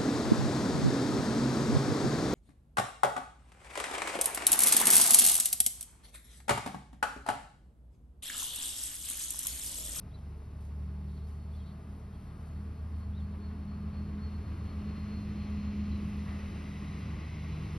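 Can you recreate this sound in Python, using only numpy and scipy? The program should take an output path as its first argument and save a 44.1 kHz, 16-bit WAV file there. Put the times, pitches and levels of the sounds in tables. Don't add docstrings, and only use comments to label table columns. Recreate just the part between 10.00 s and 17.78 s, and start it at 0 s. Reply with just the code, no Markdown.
import sys
import numpy as np
from scipy import signal
from scipy.fft import rfft, irfft, next_fast_len
from scipy.io import wavfile

SR = 44100
rng = np.random.default_rng(int(sys.argv[2]) if len(sys.argv) > 2 else 0)


def unload_wav(signal):
    wavfile.write(
        sys.argv[1],
        SR,
        np.round(np.clip(np.atleast_2d(signal).T, -1, 1) * 32767).astype(np.int16),
    )


N = 343098
TIME = np.arange(N) / SR


def from_db(db):
    return 10 ** (np.asarray(db) / 20)


def rms_one(x):
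    return x / np.sqrt(np.mean(x ** 2) + 1e-20)


def in_time(rows):
    time_s, *columns = np.transpose(rows)
    return [np.interp(TIME, time_s, column) for column in columns]


def at_hz(points, hz):
    freq_hz, value = np.transpose(points)
    return np.interp(np.log(hz + 1), np.log(freq_hz), value)


def filtered_noise(gain_at):
    size = next_fast_len(N)
    white = rfft(rng.standard_normal(size))
    hz = np.fft.rfftfreq(size, 1 / SR)
    return rms_one(irfft(white * gain_at(hz), size)[:N])


def coloured_noise(spectrum):
    return filtered_noise(lambda hz: from_db(at_hz(spectrum, hz)))


def drift(rate_hz):
    return filtered_noise(lambda hz: 1 / (1 + (hz / rate_hz) ** 2) ** 2)


def phase_of(hz):
    return 2 * np.pi * np.cumsum(hz * np.ones(N)) / SR


def tone(phase, level_db):
    return np.sqrt(2) * from_db(level_db) * np.sin(phase + 2 * np.pi * rng.random())


def swells(rows):
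    return sum(from_db(db) * np.exp(-2 * ((TIME - peak_s) / length_s) ** 2)
               for peak_s, db, length_s in rows)


def narrow_band(rows, width_hz):
    centre_hz, level_db = in_time(rows)
    phase = phase_of(centre_hz)
    return from_db(level_db) * (drift(width_hz) * np.sin(phase) + drift(width_hz) * np.cos(phase))


def approach_db(far_db, close_db, lateness=1, halfway_s=3.29, rise_s=0.85):
    nearness = 1 / (1 + np.exp((halfway_s - TIME) / rise_s))
    return far_db + (close_db - far_db) * nearness ** lateness


def traffic(level_db=-58):
    spectrum = [(90, -5), (130, 13.5), (200, 3), (330, -8), (385, -1.5), (445, 4.5), (500, -15.5),
                (630, -2.5), (730, -10), (840, -4), (1000, -14.5), (2000, -64)]
    return from_db(level_db) * coloured_noise(spectrum)


def exhaust_rumble(waver_db=0.2):
    spectrum = [(22, -33), (32, -15), (42, -9), (60, 2.5), (85, -2), (102, 6), (120, -1.5), (165, -0.5),
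                (210, -3), (280, -28), (450, -78)]
    rise = (-56, -46, 0.57)  # far_db, close_db, lateness
    return from_db(approach_db(*rise) - waver_db * drift(1.7)) * coloured_noise(spectrum)


def body_growl(waver_db=1.4):
    spectrum = [(120, -26), (190, -1.5), (240, 2.5), (300, 0), (355, -5), (415, -9), (480, -12.5),
                (600, -28.5), (900, -72.5)]
    rise = (-63, -50.5, 1)  # far_db, close_db, lateness
    return from_db(approach_db(*rise) + waver_db * drift(11)) * coloured_noise(spectrum)


def tyres(roar_waver_db=1.02, hiss_waver_db=0.4):
    roar_spectrum = [(300, -24), (500, -1), (630, 0.5), (720, -1.5), (830, -2), (940, -3), (1080, 2.5),
                     (1230, 0.5), (1350, -3), (1700, -6.5), (2400, -12.5), (5000, -24.5), (9000, -75)]
    roar_rise = (-68.5, -58, 0.72)  # far_db, close_db, lateness
    surges = [(.85, -73, 0.44), (1.75, -69.5, 0.34), (2.5, -66.5, 0.37), (4.9, -65.5, 0.32),
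              (6.35, -60.5, 0.23), (7.62, -60, 0.11)]
    hiss_spectrum = [(1200, -8), (1720, -10.5), (1950, 2), (2120, -0.5), (2320, 0), (2650, 1), (3100, -5),
                     (3500, -8.5), (4000, -7.5), (4500, -9.5), (5400, -11.5), (6500, -20), (9000, -92),
                     (13000, -39)]
    hiss_rise = (-76, -57.5, 2.76)  # far_db, close_db, lateness
    roar = from_db(approach_db(*roar_rise) + roar_waver_db * drift(30)) * coloured_noise(roar_spectrum)
    roar += swells(surges) * coloured_noise(roar_spectrum)
    hiss = from_db(approach_db(*hiss_rise) + hiss_waver_db * drift(28)) * coloured_noise(hiss_spectrum)
    return roar + hiss


def engine(waver_db=1.3, fan_waver_db=0.9, overtone_waver_db=1.9, wobble=0.002, throb_peak_s=4.515):
    speed = [(0.0, 71.8), (0.85, 73.6), (1.4, 75.3), (1.75, 75.8), (2.25, 77.0), (3.2, 77.9), (3.75, 79.0),
             (4.55, 79.2), (4.9, 79.7), (5.55, 79.2), (6.3, 78.5), (7.1, 76.4), (7.78, 76.5)]
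    firing_level = [(0.0, -51), (0.28, -41.5), (0.48, -47.5), (0.62, -42.5), (0.92, -38.5), (1.15, -41),
                    (1.6, -41.5), (1.8, -47), (1.93, -44.5), (2.27, -48.5), (2.65, -40.5), (3.1, -39),
                    (3.55, -43), (4.3, -40.5), (4.95, -40.5), (5.27, -45), (5.5, -40.5), (5.82, -37.3),
                    (6.35, -41.5), (6.75, -44), (7.3, -40), (7.6, -42.5), (7.78, -38)]
    octave_level = [(0.0, -55), (0.58, -57.5), (0.78, -50.5), (1.15, -48.5), (1.3, -56), (2.5, -55),
                    (2.97, -68), (3.15, -50), (3.55, -55.5), (3.73, -49), (4.13, -52), (4.35, -57),
                    (4.5, -50.5), (4.72, -52.5), (4.9, -46.5), (5.17, -51), (5.35, -50.5), (5.6, -44),
                    (5.76, -59), (6.2, -44.5), (6.38, -52.5), (7.05, -46), (7.35, -46.5), (7.62, -40),
                    (7.78, -42.5)]
    pump_level = [(0, -69), (1.7, -60), (2.45, -62), (2.95, -48.5), (3.55, -51.5), (4.1, -47.5), (5.1, -47),
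                  (5.85, -43), (6.4, -50), (6.8, -65), (7.78, -54)]
    fan_level = [(0.0, -54.5), (0.55, -66), (0.85, -51), (1.1, -48.5), (1.38, -60.5), (1.55, -52),
                 (2.05, -53.5), (2.48, -57.5), (2.63, -48), (2.76, -57.5), (3.25, -45), (3.5, -48),
                 (4.15, -41.5), (4.55, -52.5), (4.85, -42), (5.45, -41), (5.8, -36.5), (6.35, -42.5),
                 (6.55, -47.5), (7.1, -45.5), (7.24, -55.5), (7.35, -48.5), (7.78, -49)]
    exhaust_level = [(0, -58), (.28, -52), (.95, -57), (1.27, -66), (1.6, -57), (2.1, -65), (2.5, -58),
                     (3.05, -50), (3.5, -55), (4.15, -56), (4.5, -49), (4.95, -56), (5.25, -50),
                     (5.8, -50.5), (6.1, -46), (6.7, -64), (7.15, -51.5), (7.6, -44.5), (7.78, -46)]
    # firing_multiple, far_db, close_db
    overtones = [(2 / 3, -70, -57.5), (7 / 6, -68, -55), (3 / 2, -57, -59.5), (13 / 6, -69, -62.5),
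                 (7 / 3, -73, -59), (3, -66.5, -59), (10 / 3, -68, -70), (26 / 5, -73, -67)]
    pump_ratio, fan_ratio, exhaust_ratio = 0.9019, 2.6, 4 / 3
    firing_hz, = in_time(speed)
    pump_db, = in_time(pump_level)
    phase = phase_of(firing_hz * (1 + wobble * drift(6)))
    firing = from_db(in_time(firing_level)[0] + waver_db * drift(7)) * np.sin(phase)
    slip = (1 - pump_ratio) * (phase - np.interp(throb_peak_s, TIME, phase))
    pump = from_db(pump_db) * np.sin(phase - slip)
    drone = np.sqrt(2) * (firing + pump)
    drone += tone(pump_ratio / 2 * phase, pump_db - 14)
    drone += tone(2 * phase, in_time(octave_level)[0] + waver_db * drift(14))
    drone += tone(fan_ratio * phase, in_time(fan_level)[0] + fan_waver_db * drift(18))
    drone += tone(exhaust_ratio * phase, in_time(exhaust_level)[0] + waver_db * drift(4.5))
    for multiple, far_db, close_db in overtones:
        drone += tone(multiple * phase, approach_db(far_db, close_db) + overtone_waver_db * drift(2.3))
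    return drone


def turbo(flutter_db=4, flare_flutter_db=1, flutter_hz=62, jitter_hz=20):
    pitch = [(0, 4332), (1.6, 4360), (4.1, 4315), (5.2, 4262), (6.0, 4180), (7.4, 4020), (7.78, 4040)]  # time_s, pitch_hz
    base_level = [(0, -89), (0.6, -87), (1.15, -83), (1.5, -81.5), (1.95, -86.5), (2.3, -82.5), (3.1, -82),
                  (3.6, -79), (4.1, -78), (4.8, -74.5), (5.2, -71), (5.55, -73), (5.9, -70.5), (6.05, -77),
                  (6.25, -76), (6.7, -88), (7.78, -84)]
    flares = [(1.179, -81, .035), (1.243, -81, .03), (1.574, -80, .025), (1.695, -78, .06),
              (3.036, -77, .025), (3.235, -76, .045), (3.454, -69, .04), (3.73, -78, .06),
              (3.98, -69.5, .055), (4.249, -66.5, .05), (4.358, -72, .025), (4.685, -73, .055),
              (4.882, -75, .03), (4.998, -72.5, .07), (5.122, -68.5, .025), (5.165, -69.5, .025),
              (5.435, -70, .04), (5.585, -74, .03)]
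    pitch_hz, = in_time(pitch)
    flutter = np.minimum(drift(flutter_hz), 0.9)
    gain = from_db(in_time(base_level)[0] + flutter_db * flutter)
    gain += swells(flares) * from_db(flare_flutter_db * flutter)
    return gain * tone(phase_of(pitch_hz + jitter_hz * drift(200)), 0)


def far_motor(pitch_hz=42.5, level_db=-55, waver_db=1):
    return tone(phase_of(pitch_hz), level_db + waver_db * drift(2))


def sizzle_and_leaves(grain_db=3.5, stir_db=0.6):
    sizzle_level = [(0, -76.5), (2.9, -74.5), (3.15, -76.5), (4.2, -76), (4.4, -73.5), (5.1, -73),
                    (5.8, -74), (6.1, -70), (6.45, -70), (7.4, -72.5), (7.78, -69)]
    sizzle_spectrum = [(1500, -16), (3500, -1), (5200, 6.5), (6500, -4.5), (7500, -23), (8700, 1.5),
                       (10000, 1.5), (11400, 2.5), (12400, -8), (13300, 0)]
    brushes = [(.19, -80, .015), (.615, -77, .014), (.65, -75.5, .055), (1.12, -81, .09),
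               (1.285, -79, .035), (1.34, -82, .17), (1.56, -81, .06), (1.99, -83, .05), (2.245, -79, .014),
               (2.42, -83, .18), (2.478, -76.5, .025), (2.98, -82, .07), (3.205, -78, .014),
               (3.655, -78, .014), (5.5, -78, .015)]
    brush_spectrum = [(1500, -8), (4500, 2), (6300, -3), (7500, -18), (8700, -1), (10500, 0), (12500, -5),
                      (14000, -15)]
    sizzle = from_db(in_time(sizzle_level)[0] + stir_db * drift(21)) * coloured_noise(sizzle_spectrum)
    brushing = swells(brushes) * from_db(grain_db * drift(400)) * coloured_noise(brush_spectrum)
    return sizzle + brushing


def birds(rasp_db=3.2, shake_share=0.085, second_db=-11, second_offset_hz=400, twitter_width_hz=620):
    twitters = [(.18, -81, .08, 3700), (1.17, -78, .15, 3800), (1.585, -75.5, .06, 3900),
                (1.69, -76, .07, 3600), (2.25, -79, .17, 3250), (3.205, -77, .05, 3700)]
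    chirps = [(.148, 4010, -71.5, .095, 850), (1.11, 3900, -81, .11, 200), (1.545, 3480, -75, .055, 220),
              (1.582, 3950, -79, .07, 250), (1.61, 3350, -73.5, .06, 260), (1.675, 3930, -76, .1, 250),
              (2.15, 3330, -79, .07, 250), (3.176, 3850, -68.5, .115, 700), (5.945, 4000, -68, .085, 90)]
    song = np.zeros(N)
    for peak_s, level_db, length_s, centre_hz in twitters:
        band = filtered_noise(lambda hz: np.exp(-((hz - centre_hz) / twitter_width_hz) ** 2 / 2))
        song += swells([(peak_s, level_db, length_s)]) * from_db(rasp_db * drift(70)) * band
    rasp = from_db(rasp_db * drift(150))
    shake = shake_share * drift(610)
    for peak_s, top_hz, level_db, length_s, fall_hz in chirps:
        along = np.clip(2 * (TIME - peak_s) / length_s, -1, 1)
        pitch_hz = top_hz - fall_hz * (np.sin(np.pi / 2 * along) ** 2 + shake)
        voices = tone(phase_of(pitch_hz), level_db)
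        voices += tone(phase_of(pitch_hz + second_offset_hz), level_db + second_db)
        song += rasp * (1 - along ** 2) * voices
    return song


def casing_ring():
    resonance = [(4.0, 2073, -86), (5.1, 2060, -75), (6.15, 2044, -73), (6.33, 1958, -60),
                 (6.55, 1960, -74), (6.7, 2050, -64), (7.1, 2056, -64), (7.47, 2096, -62.5),
                 (7.78, 2034, -69)]
    return narrow_band(resonance, width_hz=230)


def high_whistle(jitter_hz=230):
    contour = [(5.7, 9400, -100), (6.1, 9250, -87), (6.6, 9000, -83), (7.1, 8500, -88), (7.4, 8550, -93),
               (7.78, 8750, -83)]
    pitch_hz, level_db = in_time(contour)
    return tone(phase_of(pitch_hz + jitter_hz * drift(600)), level_db)


def wheeze():
    resonance = [(5.8, 3777, -89), (6.3, 3820, -78), (6.9, 3870, -73), (7.2, 3980, -83), (7.48, 3994, -72),
                 (7.78, 4150, -80)]
    return narrow_band(resonance, width_hz=130)


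def stereo_ports(mid, scatter_s=0.05):
    width = [(70, -67), (130, -47), (180, -27), (260, -18), (520, -6.5), (1700, -1.5), (2150, -15.5),
             (2550, -10), (3300, -34), (4400, -4.5), (5000, -16.5), (7500, 22.5), (10400, -22.5),
             (12500, 10)]
    in_phase = [(180, -0.57), (380, -0.0076), (550, 0.41), (780, 0.53), (1350, 0.58), (1750, 0.0088)]
    quadrature = [(150, 0.86), (550, 0.16), (950, 0.66), (1400, 0.7), (1850, 0.45), (2500, 0.31),
                  (3300, -0.073), (4400, 0.95), (6000, 0.63), (9000, -0.23), (12000, 0.61)]
    size = next_fast_len(N + SR)
    hz = np.fft.rfftfreq(size, 1 / SR)
    tail = rfft(rng.standard_normal(SR) * np.exp(-TIME[:SR] / scatter_s), size)
    direct = at_hz(in_phase, hz) + 1j * at_hz(quadrature, hz)
    scattered = np.sqrt(np.clip(1 - abs(direct) ** 2, 0, 1)) * tail / np.std(tail)
    side_response = from_db(at_hz(width, hz)) * (direct + scattered)
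    side = irfft(rfft(mid, size) * side_response, size)[:N]
    return np.array([mid + side, mid - side])


def scene(fade_s=0.006):
    mid = traffic() + exhaust_rumble() + body_growl() + tyres() + engine() + turbo()
    mid += far_motor() + sizzle_and_leaves() + birds()
    mid += casing_ring() + high_whistle() + wheeze()
    edge_s = np.minimum(TIME, TIME[-1] - TIME)
    fade = np.sin(np.pi / 2 * np.clip(edge_s / fade_s, 0, 1)) ** 2
    return stereo_ports(fade * mid)


def record(dry, cutoff_hz=12700):
    return signal.sosfilt(signal.butter(16, cutoff_hz, fs=SR, output="sos"), dry)


dry = scene()
out = record(dry)
unload_wav(out)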